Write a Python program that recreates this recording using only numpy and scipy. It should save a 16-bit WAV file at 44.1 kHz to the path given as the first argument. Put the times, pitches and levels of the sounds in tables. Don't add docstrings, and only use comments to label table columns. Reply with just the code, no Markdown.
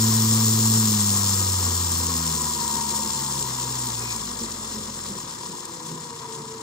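import sys
import numpy as np
from scipy import signal
from scipy.fft import rfft, irfft
from scipy.io import wavfile

SR = 44100
rng = np.random.default_rng(int(sys.argv[2]) if len(sys.argv) > 2 else 0)


def store_wav(level_fs):
    pcm = np.round(np.clip(np.atleast_2d(level_fs), -1, 1) * 32767)
    wavfile.write(sys.argv[1], SR, pcm.T.astype(np.int16))


N = 291921
TIME = np.arange(N) / SR
BINS = np.fft.rfftfreq(N, 1 / SR)
MIDDLE_SPEED = 65
BINDING_SPEED = 50
GEAR_RATIO = 15
RING_TEETH = 72


# start_s, speed_turns_per_s (straight lines in between)
ROTOR_SPEED = [(0, 110.8), (0.79, 110.6), (1, 103.7), (1.15, 100.7), (1.36, 97.8), (1.72, 87.6),
               (2.05, 84.3), (2.31, 79.8), (2.37, 77.6), (2.5, 76), (2.56, 73.6), (2.69, 71.9),
               (2.97, 71.9), (3.09, 69.8), (3.41, 67.4), (3.52, 63.1), (3.76, 63.1), (3.94, 58.9),
               (4.14, 57.4), (4.19, 53.5), (4.35, 49), (4.55, 46), (5.05, 42.9), (5.45, 36.8), (5.75, 34.9),
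               (6.3, 31), (6.62, 30.9)]


def rotor_speed():
    start_s, turns_per_s = np.transpose(ROTOR_SPEED)
    return np.interp(TIME, start_s, turns_per_s)


# pitch_hz, relative_level_db
TOOTH_RESPONSE = [(2400, -22), (3300, -14.5), (4500, -11), (5350, -9), (6800, -8.5), (7400, 1), (7650, -2),
                  (8600, -7.5), (9700, -14), (11100, -22), (12300, -19.5), (13100, -24), (14500, -14.5),
                  (15600, -26)]


def rattle(speed, top_db_per_octave=5, low_db_per_octave=-3.0):
    clatter = knocks(speed, per_turn=28, spread_db=3.0, throb_db=1.1, surge_db=0.4, ring_s=0.001, sliding=0.8)
    grazes = knocks(speed, per_turn=40, spread_db=3.3, throb_db=1.0, surge_db=1.4, ring_s=0.00084, sliding=0.49)
    fizz = knocks(speed, per_turn=40, spread_db=2.0, throb_db=0.45, surge_db=0.5, ring_s=0.0006, sliding=0.55)
    upper = 1 / (1 + (7300 / (BINS + 1)) ** 6)
    top = 1 / (1 + (10500 / (BINS + 1)) ** 10)
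    low = 1 / (1 + (BINS / 4000) ** 6)
    treble = np.sqrt(1 - top) * rfft(grazes) + np.sqrt(top) * rfft(fizz)
    spectrum = np.sqrt(1 - upper) * rfft(clatter) + np.sqrt(upper) * treble
    drive = irfft(spectrum * steel_gain(), N)
    octaves = np.log2(speed / MIDDLE_SPEED)
    sound = microphones(*drive, TOOTH_RESPONSE)
    sound = lean(sound, amp(top_db_per_octave * octaves), top)
    sound = lean(sound, amp(low_db_per_octave * octaves), low)
    return level(speed, db=-28.5, db_per_octave=9.0) * grind(speed) * sound


LOAD_CYCLES = [(0.2, 0.2), (0.4, 0.5), (0.8, 0.4), (1, 1.5), (1.4, 0.35), (2, 0.5)]


def knocks(speed, per_turn, spread_db, throb_db, surge_db, ring_s, sliding):
    angle = 2 * np.pi * np.cumsum(speed) / SR
    hardness = np.minimum(speed / MIDDLE_SPEED, 1) ** 0.5
    unevenness = hardness
    size = amp(spread_db * unevenness * np.minimum(rng.exponential(1, N), 4))
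    hits = size * (rng.random(N) < per_turn * speed / SR)
    power = signal.lfilter([1], [1, -np.exp(-1 / (ring_s * SR))], hits ** 2) / speed
    cycles = sum(depth * np.cos(order * angle + 2 * np.pi * rng.random()) for order, depth in LOAD_CYCLES)
    load = amp(throb_db * cycles + surge_db * drift(17.0))
    return load * np.sqrt(power / power.mean() + sliding) * rng.standard_normal((2, N))


# pitch_hz, width_hz, lift_db
STEEL_MODES = [(2854, 25, 5.5), (3165, 67, 3), (3485, 86, 5.5), (4050, 240, 2), (4400, 27, 2),
               (5150, 64, 5), (5370, 126, 4.5), (6250, 170, 3.5), (6900, 130, 4), (7360, 160, 1.5),
               (8660, 280, 3)]


def steel_gain():
    grid_hz = np.arange(0, SR / 2, 30)
    ripple_db = 1.5 * np.interp(BINS, grid_hz, rng.standard_normal(len(grid_hz)))
    return amp(lift(STEEL_MODES, BINS) + ripple_db)


def grind(speed, lead_turns=0.1, grind_db=2.1, chug_db=0.95, carrier_turns=3):
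    carrier = np.cos(2 * np.pi * carrier_turns * (from_tight_spot(speed) + lead_turns))
    chug = carrier * np.minimum(BINDING_SPEED / speed, 1) ** 2
    return amp(grind_db * tight_spot(speed, early_turns=lead_turns) + chug_db * chug)


# start_s, relative_level_db
SNAPS = [(0.591, -12), (1.007, -13), (1.104, -11), (2.068, -12), (2.1395, -14), (2.266, -12), (2.3256, -14),
         (2.6787, -11.5), (3.061, -18), (3.076, -20), (3.426, -14.5), (3.822, -28), (4.162, -17.5),
         (5.186, -22), (5.654, -21)]


def snaps(ring_s=0.0018):
    blows = np.zeros(N)
    for start_s, level_db in SNAPS:
        blows[round(start_s * SR)] = amp(level_db)
    envelope = signal.lfilter([1], [1, -np.exp(-1 / (ring_s * SR))], blows)
    bursts = envelope * rng.standard_normal((2, N))
    return amp(-3.5) * np.std(envelope) * microphones(*bursts, TOOTH_RESPONSE)


# pitch_hz, width_hz, lift_db
DESK_MODES = [(47, 42, 34), (89, 33, 26.5), (121, 33, 30.5), (135, 9, 9), (160, 24, 23), (213, 60, 32.5),
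              (249, 24, 20), (332, 33, 18), (443, 45, 15), (497, 60, 7.5)]
HUM_ORDERS = [1, 2, 3, 4]
# level_db, growth_db_per_octave (of speed)
HUM_LEVELS = [(-80.8, 23), (-79.4, 22.5), (-80.6, 21), (-77.8, 17)]


def hum(speed):
    return sum(swell(DESK_MODES, order, speed, *row) * tone(order, speed, rough=0.013 * order ** 2, flutter_hz=12)
               for order, row in zip(HUM_ORDERS, HUM_LEVELS))


# pitch_hz, width_hz, lift_db
CASE_MODES = [(880, 60, 7), (935, 76, 17), (1014, 100, 16.5), (1082, 36, 11), (1263, 130, 12),
              (2300, 150, 20), (2425, 80, 18), (2640, 110, 9)]
WHINE_ORDERS = [13, 42]
# level_db, growth_db_per_octave (of speed)
WHINE_LEVELS = [(-60.4, 3), (-65.5, 8.5)]


def whine(speed):
    return sum(swell(CASE_MODES, order, speed, *row) * tone(order, speed, rough=0.2, flutter_hz=30)
               for order, row in zip(WHINE_ORDERS, WHINE_LEVELS))


def low_whine(speed):
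    order = RING_TEETH / 5
    gain = swell(DESK_MODES + CASE_MODES, order, speed, db=-80, db_per_octave=-17.5)
    return gain * tone(order, speed, rough=0.3, flutter_hz=20)


def drone(speed, throb_db=13.5, octave_throb_db=6):
    order = RING_TEETH / GEAR_RATIO
    tight = tight_spot(speed)
    mesh = swell(DESK_MODES, order, speed, db=-83, db_per_octave=3)
    mesh = mesh * tone(order, speed, rough=0.18, flutter_hz=30)
    octave = swell(DESK_MODES, 2 * order, speed, db=-70.5, db_per_octave=-2)
    octave = octave * tone(2 * order, speed, rough=0.68, flutter_hz=22.5)
    return amp(throb_db * tight) * mesh + amp(octave_throb_db * tight) * octave


SIDEBAND_ORDERS = [14, 15, 15.4, 16.4, 29.8]
# level_db, growth_db_per_octave (of speed)
SIDEBAND_LEVELS = [(-66.5, 2), (-71.5, 13), (-69.5, 13), (-69.5, 12), (-79, -4)]


def sidebands(speed):
    return sum(swell(CASE_MODES, order, speed, *row) * tone(order, speed, rough=0.22, flutter_hz=10)
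               for order, row in zip(SIDEBAND_ORDERS, SIDEBAND_LEVELS))


# pitch_hz, relative_level_db
CASE_RESPONSE = [(620, -16), (700, -9.5), (800, -11), (950, -1.5), (1100, -2.5), (1280, -5.5),
                 (1450, -10.5), (1900, -10), (2300, -16.5)]


def case_ring(speed, bell_hz=971, bell_width_hz=62, mesh_lift_db=12, reach_hz=190):
    blows = knocks(speed, per_turn=10.0, spread_db=-0.1, throb_db=-0.5, surge_db=0.97, ring_s=0.001, sliding=1)
    mode = irfft(rfft(blows) / (1 + 2j * (BINS - bell_hz) / bell_width_hz), N)
    mesh_hz = speed * RING_TEETH / 5
    nearness = sum(1 / (1 + ((k * mesh_hz - bell_hz) / reach_hz) ** 2) for k in (1, 2))
    bell_gain = level(speed, db=-60.0, db_per_octave=2.0) * amp(mesh_lift_db * nearness)
    body = level(speed, db=-39.5, db_per_octave=5.0) * microphones(*blows, CASE_RESPONSE)
    return body + bell_gain * microphones(*mode, CASE_RESPONSE)


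# pitch_hz, relative_level_db
DESK_RESPONSE = [(25, -17), (60, -13), (100, -4.5), (150, -0.5), (185, -5.5), (235, 3.5), (295, -8),
                 (350, 0), (400, -6.5), (460, -5.5), (540, -8), (620, -29)]


def rumble(speed, bass_db_per_octave=4.5, thud_db=5.5):
    blows = knocks(speed, per_turn=3.9, spread_db=0.5, throb_db=0.5, surge_db=0.8, ring_s=0.0057, sliding=0.97)
    bass = 1 / (1 + (BINS / 130) ** 6)
    sound = lean(microphones(*blows, DESK_RESPONSE), level(speed, 0, bass_db_per_octave), bass)
    return level(speed, db=-40.8, db_per_octave=3.8) * amp(thud_db * tight_spot(speed)) * sound


def tight_spot(speed, early_turns=0, width_turns=0.1):
    bump = np.exp(-((from_tight_spot(speed) + early_turns) / width_turns) ** 2)
    return bump * np.minimum(BINDING_SPEED / speed, 1) ** 2


def from_tight_spot(speed, binding_s=5.5):
    turns = np.cumsum(speed) / SR / GEAR_RATIO
    return (turns - np.interp(binding_s, TIME, turns) + 0.5) % 1 - 0.5


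# pitch_hz, likeness (0-1)
LIKENESS = [(30, .5), (80, .76), (430, .94), (650, .2), (1000, .85), (1750, .2), (3100, .3), (4700, .58),
            (5400, .55), (5900, .1), (6300, .7), (7500, .86), (11000, .92), (12800, .35), (15000, .95)]
# pitch_hz, lead_radians
LEAD = [(500, 0), (750, 1), (950, -0.5), (1200, 1), (1550, 3), (3300, 2.7), (4400, 0.3), (6200, 1),
        (6850, .8), (7200, 2), (7900, 3), (11500, 3), (13400, .7), (15000, 0)]
# pitch_hz, left_minus_right_db
BALANCE = [(560, -0.3), (850, 10), (1150, 2), (2500, 5), (4250, 9), (4750, 4.5), (5100, 6), (6000, 11),
           (6600, 0), (7350, 4.5), (7900, 2.5), (9500, -.5)]


def microphones(near, far, body):
    left, other = rfft(near), rfft(far)
    same = np.clip(read(LIKENESS, BINS), 0, 1)
    tilt = amp(read(BALANCE, BINS) / 2)
    right = same * left + np.sqrt(1 - same ** 2) * other
    right = right * np.exp(-1j * read(LEAD, BINS))
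    pair = np.array([left * tilt, right / tilt])
    return unit(irfft(pair * response(body, BINS) / np.hypot(tilt, 1 / tilt), N))


def tone(order, speed, rough, flutter_hz):
    hz = order * speed
    flutter = unit(1 + rough * (drift(flutter_hz) + 1j * drift(flutter_hz)))
    line = np.exp(2j * np.pi * np.cumsum(hz) / SR) * flutter
    tilt = amp(read(BALANCE, hz) / 2)
    right = line * np.exp(-1j * read(LEAD, hz))
    return 2 * np.array([line * tilt, right / tilt]).real / np.hypot(tilt, 1 / tilt)


def swell(modes, order, speed, db, db_per_octave):
    return level(speed, db, db_per_octave) * amp(lift(modes, order * speed))


def level(speed, db, db_per_octave):
    return amp(db + db_per_octave * np.log2(speed / MIDDLE_SPEED))


def lift(modes, hz):
    return sum(db / (1 + (2 * (hz - centre) / width) ** 2) for centre, width, db in modes)


def lean(sound, gain, weight):
    return sound + (gain - 1) * irfft(rfft(sound) * weight, N)


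def response(points, hz, skirt_db=45):
    inside = np.clip(hz, points[0][0], points[-1][0])
    octaves_outside = abs(np.log2((hz + 1) / (inside + 1)))
    return amp(read(points, hz) - skirt_db * octaves_outside)


def read(points, hz):
    pitch_hz, value = np.transpose(points)
    return np.interp(np.log(hz + 1), np.log(np.sort(pitch_hz) + 1), value)


def drift(hz):
    return unit(irfft(rfft(rng.standard_normal(N)) / (1 + (BINS / hz) ** 4), N))


def unit(x):
    return x / np.sqrt(np.mean(abs(x) ** 2) + 1e-20)


def amp(db):
    return 10 ** (np.asarray(db) / 20)


def scene():
    speed = rotor_speed()
    gears = rattle(speed) + snaps() + case_ring(speed)
    tones = hum(speed) + whine(speed) + low_whine(speed) + drone(speed) + sidebands(speed)
    return gears + tones + rumble(speed)


def record(dry, cutoff_hz=15750):
    taps = signal.firwin(1023, cutoff_hz, window=("kaiser", 9), fs=SR)
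    return signal.oaconvolve(dry, taps[None], "same", axes=1)


dry = scene()
out = record(dry)
store_wav(out)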